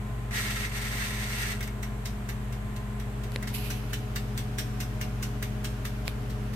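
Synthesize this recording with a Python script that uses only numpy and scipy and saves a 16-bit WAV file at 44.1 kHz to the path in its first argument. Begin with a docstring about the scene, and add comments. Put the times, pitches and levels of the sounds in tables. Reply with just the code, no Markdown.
"""In a kitchen, the clockwork timer of a toaster oven is wound by hand; its ratchet whirrs, then it ticks.
The hand takes the knob again with a click, nudges it, leans on it so that it ticks harder, and snaps off it.
Whirr, ticks and rasps are bursts of coloured noise with ringing metal; the knob's knocks are short decaying tones.
A motor and the mains hum as slightly wavering sine waves over the soft noise of the room.
About halfway through, the listening place moves close to the oven."""
import sys
import numpy as np
from scipy import signal
from scipy.fft import rfft, irfft, next_fast_len
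from scipy.io import wavfile
from scipy.ndimage import uniform_filter1d, map_coordinates

SR = 44100
rng = np.random.default_rng(int(sys.argv[2]) if len(sys.argv) > 2 else 0)


def to_wav(sig):
    """Store sig (one row per channel, or 1-D mono) as 16-bit WAV at the path in sys.argv[1].

    Samples outside -1..1 are clipped; the rate is SR.
    """
    pcm = np.clip(np.atleast_2d(sig), -1, 1) * 32767
    pcm = np.round(pcm).astype(np.int16)
    wavfile.write(sys.argv[1], SR, pcm.T)  # frames by channels


N = 288855  # length [samples]
TOP_HZ = 15800  # nothing is kept at or above this frequency


def amp(db):
    """Turn decibels into a gain."""
    return 10 ** (np.asarray(db) / 20)


def unit(x):
    """Scale a sound to an average (rms) level of 1."""
    return x / np.sqrt(np.mean(x ** 2) + 1e-20)


def along(points, hz):
    """Read a curve of (frequency, value) points on a logarithmic frequency axis."""
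    f, v = np.transpose(points)
    return np.interp(np.log(hz + 1), np.log(f + 1), v)


def curves(rows):
    """Draw one value per sample for each column after the time."""
    s, *cols = np.transpose(rows)
    return [np.interp(np.arange(N) / SR, s, c) for c in cols]


def wobble(rate):
    """Draw a smooth random curve through `rate` random points a second."""
    points = rng.standard_normal(int(N * rate / SR) + 4)
    return map_coordinates(points, [np.arange(N) * rate / SR])


def filtered(x, response):
    """Multiply each frequency of a sound by a response."""
    n = x.shape[-1]
    m = next_fast_len(n + 8192)  # silence added at the end leaves room for the filter's ringing
    spectrum = rfft(x, m) * response(np.fft.rfftfreq(m, 1 / SR))
    return irfft(spectrum, m)[..., :n]


def noise(colour, size):
    """Make two unrelated noises, left and right, with a given colour and rms 1."""
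    white = rng.standard_normal((2, size))
    return unit(filtered(white, lambda hz: amp(along(colour, hz))))


def treble(x, edge_hz):
    """Take the part of a sound above a soft edge."""
    return filtered(x, lambda hz: hz ** 4 / (hz ** 4 + edge_hz ** 4))


def pan(db):
    """Give the gains of left and right for a left-minus-right difference in dB."""
    return amp(np.array([[db], [-db]]) / 2)


def add(track, s, sound):
    """Mix a sound into a track at time s."""
    part = track[..., max(round(s * SR), 0):][..., :sound.shape[-1]]
    part += sound[..., :part.shape[-1]]


def swells(rows):
    """Make a gain that rises to each (time, level, rise, fall) row's peak and dies away again."""
    t = np.arange(N) / SR
    return sum(amp(db - np.maximum(rise * (s - t), fall * (t - s))) for s, db, rise, fall in rows)


# Where we listen from, 0 = afar, 1 = close by: (time [s], closeness [0-1])
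LISTENING_PLACE = [(3.0, 0), (3.7, 0.99)]


def closeness(s):
    """Tell how close to the oven we listen at time s; near sounds and far sounds mix by this."""
    return np.interp(s, *np.transpose(LISTENING_PLACE))


# Ringing tones of the steel case: (frequency [Hz], level [dB], time to fade by 60 dB [s])
CASE_TONES = [(1350, -3, 0.069), (1608, 1, 0.1), (1756, -3, 0.2), (1900, 2.5, 0.13), (1988, 5, 0.07),
              (2150, 1.5, 0.18), (2284, -2, 0.15), (2690, -1, 0.11), (3570, -10, 0.19), (3820, -4, 0.13),
              (4740, -17, 0.092), (5700, -5, 0.087), (6170, 1, 0.071), (7160, 1, 0.048), (8200, 4, 0.035)]


def case_ring(t):
    """Ring the case's clear tones as fading sines, with new strengths for each blow and each side."""
    ring = 0
    for hz, db, t60 in CASE_TONES:
        level_db = db + rng.normal(0, 0.62, (2, 1))
        start = rng.random((2, 1))  # in cycles
        ring = ring + amp(level_db - 60 * t / t60) * np.sin(2 * np.pi * (hz * t + start))
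    return ring


def ratchet(colour, teeth_rate, scatter_db, ring_db, t60, grit_db, grit_t60=0.0024, count=8):
    """Gear teeth meet at uneven moments, each with a gritty click that rings the metal; rms 1."""
    t = np.arange(SR // 4) / SR
    meets = rng.random(N) < teeth_rate / SR  # on average teeth_rate a second
    teeth = meets * amp(scatter_db * rng.standard_normal(N))
    fade = np.hypot(amp(-60 * t / t60), amp(grit_db - 60 * t / grit_t60))
    # teeth land on different spots, so each takes one of a few responses
    spot = rng.integers(0, count, N)
    out = 0
    for k in range(count):
        response = noise(colour, len(t)) * fade + amp(ring_db) * case_ring(t)
        here = (teeth * (spot == k))[None]
        out = out + signal.oaconvolve(here, response, axes=1)[:, :N]
    return unit(out)


# Two turns of the knob with a short slackening between them, before the overall settings below:
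# (time [s], level of the case's grind [dB], level of the teeth's hiss [dB])
KNOB_TURNS = [(0.31, -44, -52), (0.372, -34, -36.5), (0.432, -40, -41), (0.506, -38.5, -40.5),
              (0.544, -44.5, -43), (0.568, -36, -41), (0.586, -42, -42), (0.65, -37, -41.5),
              (0.71, -52, -50), (0.72, -41, -50), (0.73, -47, -48), (0.758, -40.5, -43.5),
              (0.842, -44, -44), (0.85, -38.5, -41.5), (0.906, -42.5, -45), (0.944, -38.5, -44.5),
              (1.0, -42, -42.5), (1.028, -35, -41), (1.056, -41, -41.5), (1.158, -42, -45.5),
              (1.412, -40, -42), (1.426, -36.5, -40.5), (1.524, -39.5, -42), (1.57, -49, -54)]
# Colour of the case's grind: (frequency [Hz], level [dB per Hz])
GRIND_COLOUR = [(150, -17), (500, -13.5), (1150, -11.5), (1350, 1), (1490, -8), (1650, -6), (1890, 3),
                (2250, -3.5), (2600, -6), (3200, -17), (5000, -44)]
# Colour of the teeth's hiss: (frequency [Hz], level [dB per Hz])
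TEETH_COLOUR = [(1500, -28), (2700, 2), (3500, 0), (4500, 0), (5200, -3), (6000, -1.5), (7100, -7.5),
                (8400, -1.5), (10400, -11), (13200, -4), (14400, -13), (15800, -47)]


def winding(case_db=4.0, hiss_db=3.5, damped_db=-6):
    """The case grinds, its treble damped by the hand, and the teeth hiss through both turns of the knob."""
    grind_db, teeth_db = curves(KNOB_TURNS)
    start, stop = KNOB_TURNS[0][0], KNOB_TURNS[-1][0]
    grind = ratchet(GRIND_COLOUR, teeth_rate=1500, scatter_db=2.0, ring_db=-10.5, t60=0.06, grit_db=7.5)
    grind = grind * amp(case_db + grind_db)
    grind = grind + (amp(damped_db) - 1) * treble(grind, 4500)
    hiss = ratchet(TEETH_COLOUR, teeth_rate=900, scatter_db=2.5, ring_db=-34, t60=0.13, grit_db=5)
    hiss = hiss * amp(hiss_db + teeth_db)
    turning, = curves([(start - .002, 0), (start, 1), (stop - .005, 1), (stop + 0.068, 0)])
    return (grind * pan(-1.6) + hiss * pan(1.0)) * turning


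# Beats while the hand loads the spring, some with a rebound: (time [s], level [dB], treble change [dB])
LOADED_BEATS = [(1.6261, -29.5, 1.5), (1.8281, -27.5, -4.5), (2.0548, -30, 2.5), (2.289, -28, -1),
                (3.473, -28, -1.5), (3.482, -34, -7), (3.702, -23.5, -2.5), (3.9315, -23.5, -1.5),
                (4.1588, -22.5, -3), (4.3757, -24.5, -1.5), (4.584, -21.5, -0.5), (4.592, -33, -11),
                (4.8022, -24.5, 0), (5.0118, -23.5, -4), (5.2258, -25, 0), (5.4255, -22, -6.5),
                (5.6439, -25, 0.5), (5.851, -24, -4), (6.053, -45, 3)]
# Stretches of soft, even ticking when left alone: (time of first beat [s], time of end [s])
FREE_TICKING = [(2.524, 3.32), (6.298, 6.55)]
# Clicks of the clockwork, off the even beat: (time [s], level [dB])
OFF_BEAT_CLICKS = [(1.6068, -25), (1.675, -30.5), (3.4258, -26)]


def blows(beat_s=.2368, free_db=-36.5, free_treble_db=-1, off_beat_treble_db=-13):
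    """List every contact in the clockwork as (time, level, treble change); left alone it beats evenly."""
    free = []
    for first, until in FREE_TICKING:
        free += [(s, free_db, free_treble_db) for s in np.arange(first, until, beat_s)]
    off_beat = [(s, db, off_beat_treble_db) for s, db in OFF_BEAT_CLICKS]
    return LOADED_BEATS + free + off_beat


# Tones of the pallet (the rocking catch) and escape wheel, before random changes:
# (frequency [Hz], level [dB], time to fade by 60 dB [s])
PALLET_TONES = [(1744, -5.5, 0.029), (3240, -12, 0.0091)]


def pallet_pings(t, spread=0.088, scatter_db=3):
    """The pallet rings short and sharp, at a new pitch and strength for each blow."""
    pings = 0
    for hz, db, t60 in PALLET_TONES:
        level_db = db + rng.normal(0, scatter_db)
        pitch_hz = hz * np.exp(rng.normal(0, spread))
        phase = rng.normal(0, 1.0, (2, 1))
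        pings = pings + amp(level_db - 60 * t / t60) * np.sin(2 * np.pi * pitch_hz * t + phase)
    return pings


# Colour of the shaken clockwork and case: (frequency [Hz], level [dB per Hz])
METAL_COLOUR = [(500, -52), (1100, -2.5), (1800, 4), (2450, 2), (3500, 3.5), (4900, 0), (6000, 2.5),
                (7100, -4.5), (8400, 0), (9600, -6.5), (11000, -11), (12500, -1), (14200, -4.5),
                (16000, -29)]
# Colour of the pallet's dry landing: (frequency [Hz], level [dB per Hz])
LANDING_COLOUR = [(600, -40), (1200, -1), (1700, 5), (2600, -18), (6000, -6), (14000, -5)]


def ticks(t60=0.18, tail_t60=1.0, tail_db=-19, clack_db=-4, clack_t60=0.06, lead_s=0.0056, lead_db=-15,
          rise_s=0.00087, same=0.58, chatter_db=2.5, ring_far_db=-9, ring_near_db=-16):
    """The pallet unlocks faintly, then lands with a clack and a ping and shakes the clockwork and case."""
    out, t = np.zeros((2, N)), np.arange(SR // 3) / SR
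    metal = noise(METAL_COLOUR, len(t))
    # the clockwork dies fast, the oven's cavity hangs on faintly
    fade = np.hypot(amp(-60 * t / t60), amp(tail_db - 60 * t / tail_t60))
    fade = fade * np.minimum(1, 4 * (1 - t / t[-1]))  # the last quarter runs down to silence
    for s, db, treble_db in blows():
        ring_db = ring_far_db + (ring_near_db - ring_far_db) * closeness(s)
        # the crowded tones of the metal: partly the same in every blow, partly new
        crowd = np.sqrt(same) * metal + np.sqrt(1 - same) * noise(METAL_COLOUR, len(t))
        crowd = crowd + (amp(treble_db) - 1) * treble(crowd, 2300)
        # every tooth of the escape wheel favours other clusters of tones
        clusters_db = rng.normal(-.5, 3.2, 120)
        cluster_hz = np.linspace(0, TOP_HZ, len(clusters_db))
        crowd = filtered(crowd, lambda hz: amp(np.interp(hz, cluster_hz, clusters_db)))
        # loose gear teeth chatter for the first hundredths of a second
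        rattle = unit(uniform_filter1d(rng.standard_normal(len(t)), size=50))
        chatter = amp(chatter_db * rattle * np.exp(-t / 0.018))
        shake = crowd * fade * chatter + amp(ring_db) * case_ring(t)
        shake = shake * (1 - np.exp(-t / rise_s))
        clack = noise(LANDING_COLOUR, len(t)) * amp(clack_db - 60 * t / clack_t60)
        beat = amp(db - 9.0) * (shake + clack + pallet_pings(t))
        add(out, s - lead_s, amp(lead_db) * beat)  # unlocking
        add(out, s, beat)  # landing
    return out * pan(-0.26)


# A quick bright shove of the knob, then a slow duller one:
# (time of peak [s], level [dB], rise [dB per s], fall [dB per s], treble change [dB])
KNOB_SHOVES = [(3.549, -34.5, 1200, 239, 2), (3.675, -39.5, 124, 85, -4.5)]
# Colour of the nudge's rasp: (frequency [Hz], level [dB per Hz])
NUDGE_COLOUR = [(1000, -40), (1700, -24), (2100, -5.5), (2750, 0.5), (3300, -7), (4400, -6.5),
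                (5560, -12.5), (6500, -15), (9000, -13), (12500, -4.5), (14300, -14), (15800, -28)]


def nudge():
    """Gear teeth rasp briefly, swelling and dying with each shove of the knob."""
    rasp = ratchet(NUDGE_COLOUR, teeth_rate=1200, scatter_db=2.5, ring_db=-31, t60=0.078, grit_db=-3)
    bright = treble(rasp, 4500)
    out = 0
    for *shove, treble_db in KNOB_SHOVES:
        out = out + (rasp + (amp(treble_db) - 1) * bright) * swells([shove])
    return out * pan(-2.5)


# The knob knocks on its shaft, before the overall level: (time [s], level [dB], left minus right [dB],
# delay of the right side [ms], pitch factor, share of snap, level of thud [dB])
KNOB_KNOCKS = [(3.3195, -37, 8, 0, 1.8, 2.2, -24), (3.3603, -16.3, 3, 0, .95, .52, -6),
               (6.0792, -17, -6, -.5, 1.11, .88, -10.5)]
# Plastic knob, before the pitch factor: (frequency [Hz], level [dB], time to fade by 60 dB [s])
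KNOB_TONES = [(2080, -1, 0.0062), (2560, -1.5, 0.0052), (3200, -5, 0.004), (4200, -3.5, 0.0048),
              (5600, -13, 0.003), (7100, -12, 0.003)]
# Front panel behind the knob: (frequency [Hz], level [dB], time to fade by 60 dB [s])
PANEL_TONES = [(290, -10, .016), (520, -4.5, 0.02), (855, -5, 0.011)]


def knocks(crack_t60=0.0052):
    """Fingers take and leave the knob: a dry snap, a few cycles of plastic and a thud of the panel."""
    out, t = np.zeros((2, N)), np.arange(SR // 20) / SR
    # (frequency [Hz], level [dB per Hz])
    snap_colour = [(1000, 6), (3500, -2), (6000, -4), (12000, -1.0), (15000, -18)]
    for s, db, side_db, lag_ms, pitch, snap, thud_db in KNOB_KNOCKS:
        thud = 0
        for hz, level, t60 in PANEL_TONES:
            thud = thud + amp(thud_db + level - 60 * t / t60) * np.sin(2 * np.pi * hz * t)
        for ear, sign in enumerate((1, -1)):  # left, right
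            ring = 0
            for k, (hz, level, t60) in enumerate(KNOB_TONES):
                tone = np.sin(2 * np.pi * hz * pitch * t + rng.normal(0, 0.3))
                # neighbouring tones swing in opposite senses
                ring = ring + (-1) ** k * amp(level - 60 * t / t60) * tone
            crack = snap * amp(-60 * t / crack_t60) * noise(snap_colour, len(t))[ear]
            click = (ring + crack - thud) * (1 - np.exp(-t / 0.00013))
            delay_s = max(-sign * lag_ms, 0) * 1e-3
            add(out[ear], s + delay_s, amp(db + sign * side_db / 2) * click)
    return out * amp(-1.7)


# Fingers brush the knob as they take it and slide off it:
# (time of peak [s], level [dB], rise [dB per s], fall [dB per s])
FINGER_BRUSHES = [(3.343, -47.5, 599, 350), (3.908, -50, 500, 402), (6.078, -41.5, 800, 330)]
# Colour of skin on plastic: (frequency [Hz], level [dB per Hz])
SCUFF_COLOUR = [(900, -33), (2500, 5), (4500, -2), (7000, -13), (12500, -3), (15800, -22)]


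def brushes(grain_db=1.0):
    """Fingertips slide over the knob: noise with a fine grain, swelling and fading."""
    scuff = unit(noise(SCUFF_COLOUR, N) * amp(grain_db * wobble(700)))
    return scuff * swells(FINGER_BRUSHES)


def hum(partials, hz, close, drift, flutter_db):
    """Slightly wavering tones at multiples of one pitch, with levels that follow the listening place."""
    cycles = hz * np.arange(N) / SR + drift * wobble(1.635)
    out = 0
    for k, far_db, near_db in partials:
        # the upper tones flutter more
        db = far_db + (near_db - far_db) * close + flutter_db * np.log(k + 1) * wobble(5)
        out = out + amp(db) * np.sin(2 * np.pi * (round(k) * cycles + rng.random()))
    return np.sqrt(2) * out  # makes the levels rms


# Hum of the kitchen motor: (multiple of the base pitch, level from afar [dB], level close by [dB])
MOTOR_TONES = [(1, -37, -36.5), (2, -44.5, -44.5), (3, -70, -55.5), (4, -43.5, -43), (8, -54, -50.5),
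               (12, -62.5, -59), (16, -68.5, -82), (20, -58.5, -65)]
# Hum of the mains: (multiple of the base pitch, level from afar [dB], level close by [dB])
MAINS_TONES = [(1, -38.5, -36.5), (2, -57.5, -54.5)]


def hums(close):
    """The motor and the mains each hum around their own base pitch."""
    motor = hum(MOTOR_TONES, 51.735, close, drift=0.0069, flutter_db=0.67)
    mains = hum(MAINS_TONES, 120.02, close, drift=.002, flutter_db=0.8)
    return motor * pan(0.99) + mains * pan(1.7)


# How alike left and right are: (frequency [Hz], likeness [0-1])
LIKENESS = [(120, 0.97), (250, 0.55), (500, 0.47), (1000, 0.14), (2000, 0), (5000, 0.02)]


def diffuse(pair):
    """Spread noise like a room: alike at both ears in the bass, unrelated in the treble."""
    def shares(hz):
        turn = np.arccos(np.clip(along(LIKENESS, hz), -1, 1)) / 2
        return np.array([np.cos(turn), np.sin(turn)])

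    mid, side = filtered(pair, shares)
    return unit(np.array([mid + side, mid - side]))


# Colour of the kitchen air from afar: (frequency [Hz], level [dB per Hz])
FAR_AIR_COLOUR = [(160, -81), (280, -9), (386, -4.5), (406, -4), (569, -12), (709, -4.5), (784, -10),
                  (1010, -9.5), (1100, -10.5), (1650, -13), (1790, -12), (2050, -15), (3200, -21),
                  (5370, -31.5), (8000, -25.5), (10500, -33), (12600, -27.5), (14300, -41), (15800, -75)]
# Colour of the kitchen air close by: (frequency [Hz], level [dB per Hz])
NEAR_AIR_COLOUR = [(160, -29), (280, 3.5), (355, -5), (420, -1), (473, -12.5), (609, -3.5), (674, -9),
                   (733, -5.5), (928, -7.5), (1460, -8), (2020, -12), (2930, -15), (3830, -20.5),
                   (8000, -25.5), (10500, -27.5), (12800, -26), (14400, -32), (15800, -58)]
# Colour of the low rumble: (frequency [Hz], level [dB per Hz])
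RUMBLE_COLOUR = [(12, -19), (25, -4), (42, -29), (55, 4.5), (80, -4), (110, 0), (135, 1), (185, -6.5),
                 (210, 1), (235, -7), (300, -11), (420, -48)]
# Hollows around the oven that colour the air close by: (frequency [Hz], width [Hz], level [dB])
OVEN_HOLLOWS = [(275, 62, -21.5), (464, 95, -20), (734, 18, -12.5)]


def kitchen():
    """Motor and mains hum over a rumble and the rush of the room, whose colour changes as we move closer."""
    close = np.clip(closeness(np.arange(N) / SR), 0, 1)
    far = amp(-45.5) * diffuse(noise(FAR_AIR_COLOUR, N))
    near = amp(-45.0) * diffuse(noise(NEAR_AIR_COLOUR, N))

    def cavities(f):
        return sum(amp(db) * (f * width) ** 2 / ((centre ** 2 - f ** 2) ** 2 + (f * width) ** 2)
                   for centre, width, db in OVEN_HOLLOWS)

    hollow = amp(-52.0) * diffuse(filtered(rng.standard_normal((2, N)), cavities))
    rumble = amp(-43.5) * diffuse(noise(RUMBLE_COLOUR, N)) * pan(0.81)
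    air = np.sqrt(1 - close) * far + np.sqrt(close) * (near + hollow)
    return hums(close) + rumble + air


def scene():
    """The timer and its knob in the humming kitchen."""
    return winding() + ticks() + nudge() + knocks() + brushes() + kitchen()


def record(dry):
    """The high treble is raised on the right and lowered on the left; all sound stops at the top frequency."""
    ports = dry + (pan(-5.0) - 1) * treble(dry, 10400)
    return filtered(ports, lambda hz: hz < TOP_HZ)


dry = scene()
out = record(dry)
to_wav(out)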